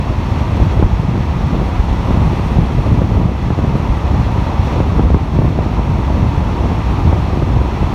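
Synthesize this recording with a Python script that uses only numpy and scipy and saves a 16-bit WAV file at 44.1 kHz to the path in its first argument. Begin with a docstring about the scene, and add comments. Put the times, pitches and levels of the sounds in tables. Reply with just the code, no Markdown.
"""Wind at an open train window

The train rolls steadily along, and the passing air beats on the microphone: big whirls of air rumble,
small ones flutter, and single ones land as thumps and slaps. Behind the wind, the wheels roar on the
rails and air hisses along the carriage. A limiter turns down the strongest gusts."""
import sys
import numpy as np
from scipy import signal
from scipy.fft import rfft, irfft
from scipy.io import wavfile
from scipy.ndimage import uniform_filter1d, minimum_filter1d

SR = 44100
rng = np.random.default_rng(int(sys.argv[2]) if len(sys.argv) > 2 else 0)


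def wav_record(signal):
    """Record a signal, one row per channel, as 16-bit PCM in the file named by sys.argv[1]."""
    frames = np.transpose(np.atleast_2d(signal))
    bounded = np.clip(frames, -1, 1)
    # unit amplitude maps onto the largest positive 16-bit level
    quanta = np.round(bounded * 32767).astype(np.int16)
    wavfile.write(sys.argv[1], SR, quanta)


N = 350154

# The rolling noise swells and ebbs about every two seconds: t/s, relative roar/dB, relative hiss/dB
ROLLING_LEVELS = [(0.0, -31, -36.5), (0.4, -29.5, -35.5), (0.7, -29.5, -36), (1.0, -31, -37),
                  (1.3, -30, -36.5), (1.6, -29.0, -36), (2.45, -28.0, -35), (2.95, -30.5, -37),
                  (3.35, -32, -38.5), (3.85, -28.5, -36), (4.72, -28, -35.5), (5.25, -31.5, -38.5),
                  (5.7, -30, -37.5), (6.25, -28.5, -36.5), (7.05, -27, -35.5), (7.35, -29.5, -36.5),
                  (7.94, -27.5, -36.0)]


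def gain_of(db):
    """Turns decibels into a number to multiply by."""
    return 10 ** (np.asarray(db) / 20)


def unit_rms(x):
    """Scales a signal so that its average strength (rms) is 1."""
    return x / np.sqrt(np.mean(x ** 2) + 1e-20)


def follow(table, column):
    """Joins the points of one table column with straight lines over time."""
    rows = np.asarray(table)
    return np.interp(np.arange(N) / SR, rows[:, 0], rows[:, column])


def swell(crest_s, length_s):
    """A smooth rise to 1 and back, shaped like a bell."""
    return np.exp(-(2 * (np.arange(N) / SR - crest_s) / length_s) ** 2)


def noise(spectrum, bumps=()):
    """Noise of rms 1; the spectrum sets how strong each frequency is, bumps add peaks and dips."""
    hz = np.fft.rfftfreq(N, 1 / SR)
    f, db = np.transpose(spectrum)
    shape_db = np.interp(np.log(hz + 1), np.log(f), db)
    for centre, width, height in bumps:
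        shape_db = shape_db + height * np.exp(-(2 * (hz - centre) / width) ** 2)
    return unit_rms(irfft(rfft(rng.standard_normal(N)) * gain_of(shape_db), N))


def wander(top_hz):
    """A random wobble of rms 1, mostly slower than top_hz."""
    hz = np.fft.rfftfreq(N, 1 / SR)
    return unit_rms(irfft(rfft(rng.standard_normal(N)) * np.exp(-(hz / top_hz) ** 2), N))


def steadied(x, seconds):
    """Evens out the slow swells that a noise has by chance."""
    window = np.hanning(int(seconds * SR))
    power = signal.fftconvolve(x ** 2, window / window.sum(), "same")
    return x / np.sqrt(power + 1e-6)


def add(mix, start_s, sound):
    """Mixes a sound in at the given time."""
    part = mix[max(round(start_s * SR), 0):][:len(sound)]
    part += sound[:len(part)]


def hiss(boost_db=1.57, flicker_db=0.42, fizz_offset_db=-27.5, fizz_flicker_db=1.2):
    """The bright part of the rolling noise, and a thin fizz of air along the carriage."""
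    # Tone of the hiss and of the fizz: f/Hz, relative level/dB
    hiss_spectrum = [(500, -4.5), (1500, -1.5), (2000, 0), (2400, -1.5), (2650, -0.5), (2900, -5),
                     (3400, -6.5), (4300, -9.5), (5700, -13.5), (6600, -18.5), (7700, -26), (9000, -29.5),
                     (11800, -30.5), (15700, -40)]
    fizz_spectrum = [(4000, -30), (8500, 4), (12000, -3), (15700, -8)]
    # Narrow peaks where the wheels ring, and dips: f/Hz, width/Hz, change/dB
    rings_and_dips = [(1990, 58, 2.5), (3390, 160, 3), (4890, 590, -5), (10330, 730, -5)]
    # Things close to the track throw the hiss back in brief swishes: t/s, length/s, rise/dB
    swishes = [(0.404, .09, 0.7), (.68, .11, 1.5), (4.71, .12, 2), (6.68, .1, 0.5)]
    rolling_db = follow(ROLLING_LEVELS, 2) + flicker_db * wander(top_hz=22)
    swish_db = sum(db * swell(s, length) for s, length, db in swishes)
    fizz_db = fizz_offset_db + 3.5 * swell(crest_s=2.4, length_s=1.0)
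    fizz_db += fizz_flicker_db * wander(top_hz=20)
    rolling_hiss = noise(hiss_spectrum, rings_and_dips) * gain_of(rolling_db + swish_db + boost_db)
    fizz = noise(fizz_spectrum, rings_and_dips) * gain_of(rolling_db + fizz_db)
    return rolling_hiss + fizz


def wheels(boost_db=3.0, rough_db=0.83):
    """Wheels and rails roar, unevenly because the track is rough."""
    # Tone of the roar: f/Hz, relative level/dB
    roar_spectrum = [(60, -21), (200, -0.5), (325, 1), (430, -3), (600, -3.5), (780, -0.5), (880, 1),
                     (970, 1.5), (1060, -3.5), (1190, -3.5), (1330, -9.5), (1500, -17.5), (2200, -39),
                     (5000, -70)]
    roar = noise(roar_spectrum)
    return roar * gain_of(follow(ROLLING_LEVELS, 1) + boost_db + rough_db * wander(top_hz=24))


def wind_levels(steady_rumble_db=-16, steady_flutter_db=-25):
    """Rumble and flutter levels in dB over time: a steady flow that churns, with gusts and lulls."""
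    # Strong gusts, and lulls where the wind briefly leaves the microphone:
    # middle t/s, length/s, rumble change/dB, flutter change/dB
    gusts = [(0.635, 0.14, 6.5, 5.5), (0.804, .08, 7.5, 6.5), (1.56, 0.093, 4.5, 7), (2.17, 0.2, 5, 5),
             (2.387, 0.21, 1.5, 4.5), (2.58, 0.085, 6, 4.5), (2.775, 0.056, 2, 4), (2.986, 0.3, 5.5, 5.5),
             (3.19, 0.095, 3.5, 4.5), (3.714, 0.28, 1, 6), (4.158, 0.18, 6, 5), (4.812, .11, 4, 5.5),
             (5.03, 0.21, 4.5, 6.5), (5.147, 0.05, 5, -2), (5.444, 0.14, 5.5, 7), (5.834, 0.17, 2.5, 1.5),
             (6.3, 0.39, 3, 3.5), (6.683, .15, 4, 6), (6.89, 0.06, 4, 2), (7.093, .13, 7.5, 3.5),
             (7.594, 0.22, 4.5, 3.5)]
    lulls = [(0.183, 0.2, -1, -2.5), (1.35, .2, 1, -6.5), (3.39, 0.11, -3.5, -4), (4.0, 0.061, -2.5, -4),
             (5.223, 0.07, -4, -1)]
    rumble_db = steady_rumble_db + 1.67 * wander(top_hz=18.6)
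    flutter_db = steady_flutter_db + 1.5 * wander(top_hz=11.5)
    for s, length, rumble_change, flutter_change in gusts + lulls:
        bell = swell(s, length)
        rumble_db += rumble_change * bell
        flutter_db += flutter_change * bell
    return rumble_db, flutter_db


def buffeting(rumble_db, flutter_db, bursts_db=3, coupling_db=2.5):
    """Big whirls shake the microphone; small ones break off in bursts where pressure swings hardest."""
    # Tone of the big whirls and of the small ones: f/Hz, relative level/dB
    rumble_spectrum = [(15, -40), (25, -22), (32, -23), (40, -8.5), (52, -3.5), (65, -1.5), (82, -4.5),
                       (105, -7), (150, -11.5), (220, -19.5), (400, -31.5), (900, -81)]
    flutter_spectrum = [(60, -22), (120, -5.5), (170, 1.5), (240, -3.5), (320, -6), (420, -12.5),
                        (600, -14), (850, -27.5), (1300, -29), (3000, -67)]
    rumble = steadied(noise(rumble_spectrum), seconds=0.11)
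    swing = abs(signal.hilbert(rumble))  # how strong the rumble is at each moment
    bursts = gain_of(bursts_db * wander(top_hz=70) + coupling_db * unit_rms(swing - swing.mean()))
    flutter = steadied(noise(flutter_spectrum) * bursts, seconds=0.15)
    return rumble * gain_of(rumble_db) + flutter * gain_of(flutter_db)


def whirl_knock(start_hz, cycles=0.71, fade_s=0.012, cutoff_hz=1500):
    """One whirl hits: a sharp pressure swing, then ever slower ones as its wake spreads."""
    t = np.arange(SR // 20) / SR
    turns = cycles * np.log1p(t * start_hz / cycles)
    swing = np.sin(2 * np.pi * turns) * np.exp(-(t / fade_s) ** 2)
    return signal.lfilter(*signal.butter(3, cutoff_hz, fs=SR), swing)


def patter(flutter_db, boost_db=3.0, spread_db=2, middle_hz=800, count=90):
    """Weaker whirls land at random times, harder when the flutter is strong."""
    out = np.zeros(N)
    for when, size, pitch, side in rng.random((count, 4)):
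        push_or_pull = np.sign(side - 0.5)
        knock = push_or_pull * whirl_knock(middle_hz * 2 ** (pitch - 0.5))
        add(out, when * N / SR, gain_of(spread_db * (2 * size - 0.5)) * knock)
    return out * gain_of(flutter_db + boost_db)


def thumps(cycles=1.36, slowing=0.37):
    """A big whirl passes the microphone: one pull and one push of air, slowing as it leaves."""
    # Big whirls passing: middle t/s, level/dB, f/Hz
    big_whirls = [(.099, -6, 69), (0.848, 0, 76), (0.936, -5.5, 80), (.999, -2.5, 127), (1.091, -5, 145),
                  (1.799, -3.5, 75), (1.915, -2, 76), (2.591, -1.5, 110), (2.795, -0.5, 100),
                  (3.259, 0, 121), (3.9, -3.5, 67), (4.286, -8, 75), (4.389, -5, 109), (4.596, -2.5, 107),
                  (4.792, -5, 110), (5.904, -3.5, 99), (6.232, -3, 88), (7.43, 0, 110), (7.845, -2, 85)]
    out = np.zeros(N)
    t = np.arange(-SR // 25, SR // 25) / SR
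    for s, db, hz in big_whirls:
        turns = hz * t * (1 - slowing * np.tanh(hz * t))
        bell = np.exp(-(2 * turns / cycles) ** 2)
        add(out, s + t[0], gain_of(db) * np.sin(2 * np.pi * turns) * bell)
    return out


def slaps(puff_db=-13, puff_fade_s=0.0062, puff_hz=680):
    """The strongest whirls: each a dull knock, with a ragged puff as it tears on the mic's opening."""
    # Single whirls hitting the microphone: t/s, level/dB, starting f/Hz
    hits = [(0.634, -20, 500), (0.8252, 2.5, 690), (1.155, -8, 700), (1.176, -10.5, 700), (1.598, -13, 750),
            (1.619, -12, 1010), (2.107, -4.5, 550), (2.583, -14, 800), (3.0175, -5.5, 595),
            (3.213, -9, 900), (3.504, -6.5, 850), (3.589, -10, 1010), (3.647, -8.5, 800),
            (3.753, -7.5, 800), (4.803, -4, 990), (4.9942, -2.5, 1110), (5.103, -7, 950), (5.1445, -1, 694),
            (5.388, -5.5, 950), (5.419, -6.5, 1000), (5.445, -10.5, 900), (5.5891, -7, 900),
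            (5.793, -13, 900), (6.102, -10, 654), (7.128, -6, 800), (7.373, -9, 800), (7.423, -6, 700),
            (7.614, -10.5, 750), (7.8285, -8, 800)]
    out = np.zeros(N)
    t = np.arange(SR // 20) / SR
    band = signal.butter(2, [puff_hz / np.sqrt(2), puff_hz * np.sqrt(2)], "band", fs=SR)
    for s, db, start_hz in hits:
        air = unit_rms(signal.lfilter(*band, rng.standard_normal(len(t))))
        puff = gain_of(puff_db) * air * np.exp(-t / puff_fade_s)
        add(out, s, gain_of(db) * (whirl_knock(start_hz) + puff))
    return out


def scene():
    """Wind on the microphone in front of the rolling train, in one channel."""
    rumble_db, flutter_db = wind_levels()
    wind = buffeting(rumble_db, flutter_db) + thumps() + slaps() + patter(flutter_db)
    return (wind + wheels() + hiss())[None]


def record(dry):
    """A fast limiter holds the peaks at full scale; then a filter cuts the highest treble."""
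    window_samples, cutoff_hz = 150, 15720
    allowed_gain = 1 / np.maximum(abs(dry), 1)
    held_gain = minimum_filter1d(allowed_gain, size=window_samples)
    limited = dry * uniform_filter1d(held_gain, size=window_samples)
    low_pass = signal.firwin(1023, cutoff_hz, window=("kaiser", 9), fs=SR)
    return signal.oaconvolve(limited, low_pass[None], "same")


dry = scene()
out = record(dry)
wav_record(out)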